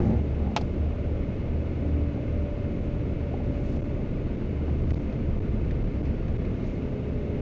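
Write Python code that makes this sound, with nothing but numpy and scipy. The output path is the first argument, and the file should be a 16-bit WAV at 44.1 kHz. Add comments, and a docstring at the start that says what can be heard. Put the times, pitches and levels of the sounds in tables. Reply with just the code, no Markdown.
"""Inside a van driving slowly up a snowy street, heard by a small microphone on the windscreen.
The heater blows, slush sprays, and packed snow shakes the body through the rumbling tyres.
The engine's firing makes the cabin boom; belt drive and gearbox whine faintly. The wipers groan
by stick-slip friction, then bump and scrape across the glass, and their stalk clicks off.
Trim ticks, lumps of snow knock underneath, and jolts briefly overload the microphone."""
import sys
import numpy as np
from scipy import signal
from scipy.fft import rfft, irfft
from scipy.io import wavfile
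from scipy.ndimage import uniform_filter1d

SR = 44100
rng = np.random.default_rng(int(sys.argv[2]) if len(sys.argv) > 2 else 0)


def store_pcm(level_fs):
    """Save levels as 16-bit WAV."""
    pcm = np.round(np.clip(level_fs, -1, 1) * 32767).astype(np.int16)
    wavfile.write(sys.argv[1], SR, np.atleast_2d(pcm).T)


N = 326781
TIME = np.arange(N) / SR
FREQ = np.fft.rfftfreq(N, 1 / SR)


def amp(db):
    """Amplitude ratio of a level in decibels."""
    return 10 ** (np.asarray(db) / 20)


def unit(x):
    """Normalisation to rms 1."""
    return x / np.sqrt(np.mean(x ** 2) + 1e-20)


def curve(rows, column=1):
    """Linear interpolation of a table column over time."""
    columns = np.transpose(rows)
    return np.interp(TIME, columns[0], columns[column])


def add(mix, start_s, sound):
    """Superposition of a sound on the mix."""
    part = mix[max(round(start_s * SR), 0):][:len(sound)]
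    part += sound[:len(part)]


def colour(x, spectrum):
    """Spectral shaping by (f/Hz, level/dB) points, with a steep roll-off beyond the ends."""
    hz, db = np.transpose(spectrum)
    log_f = np.log(np.fft.rfftfreq(len(x), 1 / SR) + 1)
    outside = np.maximum(np.log(hz[0]) - log_f, 0) + np.maximum(log_f - np.log(hz[-1]), 0)
    shape_db = np.interp(log_f, np.log(hz), db) - 60 * outside
    return irfft(rfft(x) * amp(shape_db), len(x))


def noise(spectrum, size=N):
    """Gaussian noise of rms 1 with a given spectral shape."""
    return unit(colour(rng.standard_normal(size), spectrum))


def drift(cutoff_hz):
    """Random modulation: low-pass noise of rms 1."""
    return unit(irfft(rfft(rng.standard_normal(N)) * (FREQ > 0) * np.exp(-(FREQ / cutoff_hz) ** 2), N))


def phase(hz):
    """Phase as the integral of frequency, from a random start."""
    return 2 * np.pi * (np.cumsum(hz) / SR + rng.random())


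def ring(modes, size=8000):
    """Free vibration as a sum of damped modes."""
    t = np.arange(size) / SR
    return sum(amp(db) * np.exp(-np.log(1000) * t / t60) * np.sin(2 * np.pi * hz * t)
               * rng.choice([-1, 1]) for hz, db, t60 in modes)


def burst(spectrum, t60, size=8192):
    """Densely overlapping modes, treated as exponentially decaying noise."""
    return noise(spectrum, size) * np.exp(-np.log(1000) * np.arange(size) / SR / t60)


def spell(start, end, rise_s=0.086, fall_s=0.11):
    """Trapezoidal envelope of a tone."""
    return np.clip((TIME - start) / rise_s, 0, 1) * np.clip(1 - (TIME - end) / fall_s, 0, 1)


def softened(sound, rise_s):
    """Linear onset of a soft impact."""
    return sound * np.minimum(TIME[:len(sound)] / rise_s, 1)


def heater(level_db=-51, flutter_db=.5, half_width_hz=55):
    """Flow noise from the demister vents, coloured by duct resonances."""
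    airflow = [(400, -5), (950, 1.5), (1450, -1), (1650, -3.5), (1950, -3), (2130, -0.5), (2430, -6),
               (2650, -3), (3200, -11), (4400, -17), (5000, -21.5), (6800, -27.5), (7600, -27.5),
               (8600, -34.5)]  # spectrum of the rushing air: f/Hz, level/dB
    ducts = [(1200, 2.5), (1460, 2.5), (1770, 1.5), (2130, 4), (2320, 5), (2530, 5.5), (2920, 3), (3390, 2),
             (3670, 2), (4420, 2)]  # resonances: f/Hz, gain/dB
    lift_db = sum(db * np.exp(-((FREQ - hz) / half_width_hz) ** 2) for hz, db in ducts)
    return amp(level_db + flutter_db * drift(40)) * unit(irfft(rfft(noise(airflow)) * amp(lift_db), N))


def slush(rise_s=.18, fall_s=.13, spatter_db=2.0):
    """Spray as amplitude-modulated noise: each patch of slush swells and decays in a spattering hiss."""
    patches = [(0.048, -62, 0.93), (.65, -68, 1), (2.3, -77.5, 0.93), (2.8, -71.5, 1), (3.73, -62, 0.99),
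               (4.95, -65, 0.92), (6.08, -64, .7), (6.33, -68.5, .6), (6.69, -63.5, 0.88)]  # deepest points: t/s, level/dB, frequency ratio
    spray = [(1000, -3), (1800, 2), (3000, 0.5), (4400, 0), (5200, -2.5), (6500, -1.5), (7500, -2.5),
             (8600, -11)]  # spectrum of the hiss: f/Hz, level/dB
    out = np.zeros(N + SR)
    t = np.arange(2 * SR) / SR - 1  # one second either side of the deepest point
    swell = np.exp(-np.maximum(-t / rise_s, t / fall_s))
    for s, db, brightness in patches:
        hiss = noise([(hz * brightness, level) for hz, level in spray], len(t))
        add(out, s, amp(db) * swell * hiss)
    return out[SR:] * unit(amp(spatter_db * drift(80)))


def clods(level_db=-53, per_s=45, spread_db=1.5):
    """Shot noise: small clods thrown by the tread pat the underbody at random."""
    pat = [(300, 2.5), (550, -2.0), (800, -4.0), (1100, -16.5), (1600, -27.0)]  # f/Hz, level/dB
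    strength = amp(spread_db * np.minimum(rng.exponential(1, N), 3))
    impacts = (rng.random(N) < per_s / SR) * rng.choice([-1, 1], N)
    return amp(level_db) * unit(colour(strength * impacts, pat))


def rattles(tick_db=-2, knock_db=-2):
    """Impact excitation: loose trim ticks, and soft lumps of snow set the wheel arches ringing."""
    ticks = [(.1, -56, 4200, .03), (0.61, -42, 4600, 0.037), (.616, -42, 4400, 0.023),
             (4.9055, -33, 2230, 0.024), (4.943, -45, 4700, .025), (5.1255, -44, 1990, 0.029),
             (5.709, -37.5, 2100, 0.034), (6.053, -43, 2200, 0.042), (6.281, -41, 1950, 0.04),
             (6.361, -44, 1900, .03), (6.45, -44, 2310, .03), (6.641, -42.5, 2000, .05),
             (6.707, -53, 2280, .04)]  # trim impacts: t/s, level/dB, centre f/Hz, T60/s
    knocks = [(0.611, -23), (1.069, -34), (2.174, -29), (3.338, -21), (3.401, -30), (4.68, -24.5)]  # snow impacts: t/s, level/dB
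    arch_modes = [(398, 3, .03), (740, -3, 0.037), (814, -9, 0.05)]  # wheel arch: f/Hz, level/dB, T60/s
    splat = [(300, -3), (550, 0), (850, -5), (1100, -15.5), (1600, -23.5)]  # spectrum of a soft lump: f/Hz, level/dB
    tick_shape = [(.5, -12), (1, 0), (1.3, -12), (2, -16), (2.34, -21), (3, -24)]  # f/centre, level/dB
    out = np.zeros(N)
    for s, db, hz, t60 in ticks:
        tick = burst([(hz * ratio, level) for ratio, level in tick_shape], t60)
        add(out, s, amp(db + tick_db) * softened(tick, rise_s=.0013))
    for s, db in knocks:
        knock = ring(arch_modes, size=8192) + amp(-6) * burst(splat, t60=.03)
        add(out, s, amp(db + knock_db) * softened(knock, rise_s=.003))
    return out


def belt_drive(wobble=.0008, whine_waver_db=2.5, hum_waver_db=4.0):
    """A tone and its subharmonic: the belt sings in spells over a hum an octave below."""
    pitch = [(.9, 580), (1.4, 571), (2.5, 583), (3.3, 576), (4.05, 585), (6.7, 590), (7.41, 582)]  # whine: t/s, f/Hz
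    spells = [(0.45, 1.697, -46, -45), (1.743, 2.206, -46.5, -33), (2.248, 2.763, -41.5, -42),
              (2.802, 4.048, -43.5, -43), (6.596, 7.5, -48.5, -62)]  # start t/s, end t/s, whine level/dB, hum level/dB
    pulley = phase(curve(pitch) * (1 + wobble * drift(5.1)))
    whine = amp(whine_waver_db * drift(4)) * np.sin(pulley)
    hum = amp(hum_waver_db * drift(2.4)) * np.sin(pulley / 2)
    return sum(spell(start, end) * (amp(whine_db) * whine + amp(hum_db) * hum)
               for start, end, whine_db, hum_db in spells)


def gearbox(start_s=6.45, mesh_hz=426, sag_hz_per_s=10, swell_db_per_s=13.5):
    """Gear-mesh tones: on the climb a whine swells and sinks in pitch, and a lower gear hums along."""
    climb_s = np.maximum(TIME - start_s, 0)
    mesh = phase(mesh_hz - sag_hz_per_s * climb_s)
    whine = amp(-48.5 + swell_db_per_s * climb_s) * np.sin(mesh)
    hum = amp(-39) * np.sin(.603 * mesh)
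    return spell(start_s, TIME[-1]) * (whine + hum)


def tyres(lumps_db=0.8):
    """Structure-borne noise grows with the snow's unevenness; smooth snow crunches a little more."""
    unevenness = [(0, 0.5), (.9, -3), (2.45, -5), (2.7, -1), (3.5, 0.5), (3.9, 3), (4.4, 0.5), (5.12, -0.5),
                  (5.35, 5), (5.8, 4), (6.4, 5), (6.7, -3), (6.95, -4.5), (7.15, -3), (7.41, 1)]  # packed snow: t/s, level/dB
    body = [(10, -19.5), (18, -3), (25, 2), (31, 0), (39, 7), (50, -7.5), (62, -11), (90, -31.5)]  # spectrum of the shaking body: f/Hz, level/dB
    floor = [(45, -12.5), (56, -7), (65, -1.5), (76, -6.5), (92, -5.5), (115, -15)]  # spectrum of the drumming floor: f/Hz, level/dB
    tread = [(55, -22), (80, -9.5), (100, -3.5), (125, 1), (155, -4.5), (220, -3.5), (320, -9.5),
             (420, -11), (520, -21), (700, -36.5)]  # spectrum of the rolling tread: f/Hz, level/dB
    snow = [(300, -18), (450, -3), (560, -3.5), (660, -6), (760, -16.5), (900, -20.5), (1200, -33.5),
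            (2000, -50)]  # spectrum of the crunching snow: f/Hz, level/dB
    uneven_db = curve(unevenness)
    shake = amp(-34 + .49 * uneven_db) * noise(body)
    drum = amp(-34.5 + .7 * uneven_db) * noise(floor)
    rumble = amp(-30.5 + .16 * uneven_db) * noise(tread)
    crunch = amp(-44 - .05 * uneven_db) * unit(noise(snow) * amp(lumps_db * drift(49)))
    return shake + drum + rumble + crunch


def engine(throb_db=1.15, waver_db=3, jitter=0.003):
    """Forced vibration: four cylinders drive the cabin at the firing rate and at weaker orders."""
    firing_rate = [(0, 73), (1.2, 75), (2.0, 76.5), (3.5, 75.5), (4.0, 74), (4.7, 74.3), (5.5, 73.5),
                   (7.41, 72.3)]  # engine speed: t/s, f/Hz
    load = [(0, -31), (.2, -23.5), (.45, -24.5), (.64, -32.5), (.84, -21), (1.0, -28), (1.1, -25),
            (1.42, -36), (1.55, -21), (1.72, -32.5), (1.87, -23.5), (2.02, -20), (2.18, -43), (2.32, -21),
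            (2.55, -32.5), (3.15, -35), (3.35, -28.5), (4.33, -38.5), (4.58, -26.5), (4.88, -22.5),
            (5.1, -34), (5.38, -29), (5.7, -37.5), (7.41, -32)]  # engine load, heard as cabin boom: t/s, level/dB
    orders = [(.5, -49), (1.5, -41.5), (2, -53), (3, -46.5), (4, -46), (5, -54), (6, -56), (7, -50.5)]  # partials: multiple of the firing rate, level/dB
    firing = phase(curve(firing_rate) * (1 + jitter * drift(4.86)))
    boom = amp(curve(load) + throb_db * drift(18)) * np.sin(firing)
    partials = sum(amp(db + waver_db * drift(3.2)) * np.sin(order * firing + 2 * np.pi * rng.random())
                   for order, db in orders)
    early_drone = amp(-36) * spell(0, 2.8) * np.sin(1.25 * firing)
    return boom + early_drone + partials


def wiper_stalk(crack_db=9.5, ring_db=5, cabin_db=-18):
    """Impulse response: the switch snaps over and seats, its housing rings, the cabin reverberates."""
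    blows = [(0.5642, -28), (.5676, -28.5), (0.5718, -33.5)]  # the snap and its seating: t/s, level/dB
    snap = [(400, -14), (650, -5), (820, -1), (1000, -.5), (1400, -3), (1900, -9), (2400, -2), (3500, -6.5),
            (5000, -12), (6400, -18), (7500, -26), (8800, -37)]  # spectrum of each blow: f/Hz, level/dB
    crack = [(900, -6), (1300, -1.5), (1900, -6), (2800, 3), (4500, 2), (6400, 2.5), (7300, -4),
             (8000, -13), (9000, -26)]  # spectrum of the first transient: f/Hz, level/dB
    housing_modes = [(595, -9, .06), (695, 3.5, .06), (845, 4.5, .06), (1090, -11, .035), (1170, -11, .04),
                     (1400, -11, .04), (1570, -17, .035), (2080, -16, .04), (2228, -14, .06),
                     (2457, -11, .05), (2654, -15, .065), (2821, -12, .05), (3085, -14, .053),
                     (3214, -15, .055), (3431, -15, .065), (3625, -13, .05), (3860, -13, .04),
                     (4301, -19, .059), (4980, -21, .05), (5652, -26, .045), (6350, -24, .03)]  # f/Hz, level/dB, T60/s
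    out = np.zeros(N)
    for s, db in blows:
        add(out, s, amp(db) * (burst(snap, t60=.053) + amp(cabin_db) * burst(snap, t60=.14)))
    s, db = blows[0]
    add(out, s, amp(db + crack_db) * burst(crack, t60=.0065))
    add(out, s, amp(db + ring_db) * ring(housing_modes))
    return out


def wipers(chatter_db=1.5, rub_db=-4, jitter=.08, spread_db=2, bump_s=0.4, bump_db=-27.5):
    """Stick-slip friction: the rubber blades groan, then bump and scrape across the ringing glass."""
    chatter = [(0, 97, -20), (.04, 105.6, -25), (.11, 115, -24.5), (.15, 114, -29.5), (.2, 100, -33.5),
               (.26, 115, -96)]  # blades turning round: t/s, slip rate f/Hz, level/dB
    glass_modes = [(125, -1, 0.059), (224, 0, 0.15), (357, -0.5, 0.062), (393, -6.5, 0.059),
                   (476, -9.5, 0.12), (590, -14.5, .05), (830, -17, 0.044), (1140, -25, 0.024)]  # windscreen: f/Hz, level/dB, T60/s
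    rub = [(90, 2.5), (130, 7), (250, 3.5), (400, -6.5), (650, -17.5), (850, -12), (1000, -29.5),
           (2000, -31.5)]  # spectrum of rubber dragged on glass: f/Hz, level/dB
    stroke = [(.28, -62), (.36, -48), (.43, -42), (.52, -44), (.6, -70.5)]  # envelope of the scrape: t/s, level/dB
    scrape = [(300, -8.5), (520, 1), (820, 1.5), (950, -13.5), (1500, -20.5)]  # spectrum of the scrape: f/Hz, level/dB
    cycles = phase(curve(chatter) * (1 + jitter * drift(60))) / (2 * np.pi)
    slips = np.diff(np.floor(cycles), prepend=0) * amp(spread_db * drift(80))  # one impulse a cycle
    groan = unit(signal.oaconvolve(slips, ring(glass_modes))[:N])
    out = amp(chatter_db + curve(chatter, column=2)) * (groan + amp(rub_db) * noise(rub))
    out += amp(curve(stroke)) * noise(scrape)
    add(out, bump_s, amp(bump_db) * ring(glass_modes))
    return out


def scene():
    """Superposition of all sources in the cabin, in one channel."""
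    driving = engine() + belt_drive() + gearbox() + tyres() + slush() + clods()
    return (driving + heater() + wipers() + wiper_stalk() + rattles())[None]


def record(dry, rise_s=0.0011, leak=0.12, hiss_db=-72, cutoff_hz=8900):
    """Overload: jolts pin the microphone, leaving soft thumps; it also adds hiss and limits the band."""
    overloads = [(2.805, 0.004, 0.08), (3.384, 0.003, -0.05), (3.783, 0.006, 0.1), (3.809, 0.01, -0.04),
                 (3.831, 0.009, 0.11), (4.363, 0.006, 0.07), (4.845, 0.005, 0.14), (4.921, 0.011, -0.14),
                 (4.945, 0.011, 0.13), (4.984, 0.006, -0.05), (5.292, 0.004, 0.07), (5.367, 0.006, 0.15),
                 (5.391, 0.011, -0.12), (5.412, 0.006, 0.09), (5.831, 0.008, 0.11), (6.019, 0.01, 0.12),
                 (6.374, 0.008, -0.07), (7.103, 0.005, 0.09)]  # jolts: t/s, duration/s, signed thump amplitude
    self_noise = [(1000, -1.5), (6800, -3.5), (7500, -9), (8600, -16.5)]  # spectrum of the hiss: f/Hz, level/dB
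    response = [(0, -1), (6400, -1), (7000, -4), (7600, -8.5), (8300, -13), (9000, -22)]  # treble loss: f/Hz, gain/dB
    pinned, thumps = np.zeros(N), np.zeros(N)
    rise_times = np.arange(SR // 50) / SR / rise_s
    for s, duration, height in overloads:
        add(pinned, s, np.ones(round(duration * SR)))
        add(thumps, s, height * rise_times * np.exp(1 - rise_times))
    pinned = uniform_filter1d(uniform_filter1d(np.minimum(pinned, 1), size=30), size=30)
    heard = dry * (1 - (1 - leak) * pinned) + uniform_filter1d(thumps, size=20)
    heard += amp(hiss_db) * noise(self_noise)
    heard *= signal.windows.tukey(N, .001)
    heard = irfft(rfft(heard) * amp(np.interp(FREQ, *np.transpose(response))), N)
    low_pass = signal.firwin(255, cutoff_hz, window=("kaiser", 9), fs=SR)
    return signal.oaconvolve(heard, low_pass[None], "same")


dry = scene()
out = record(dry)
store_pcm(out)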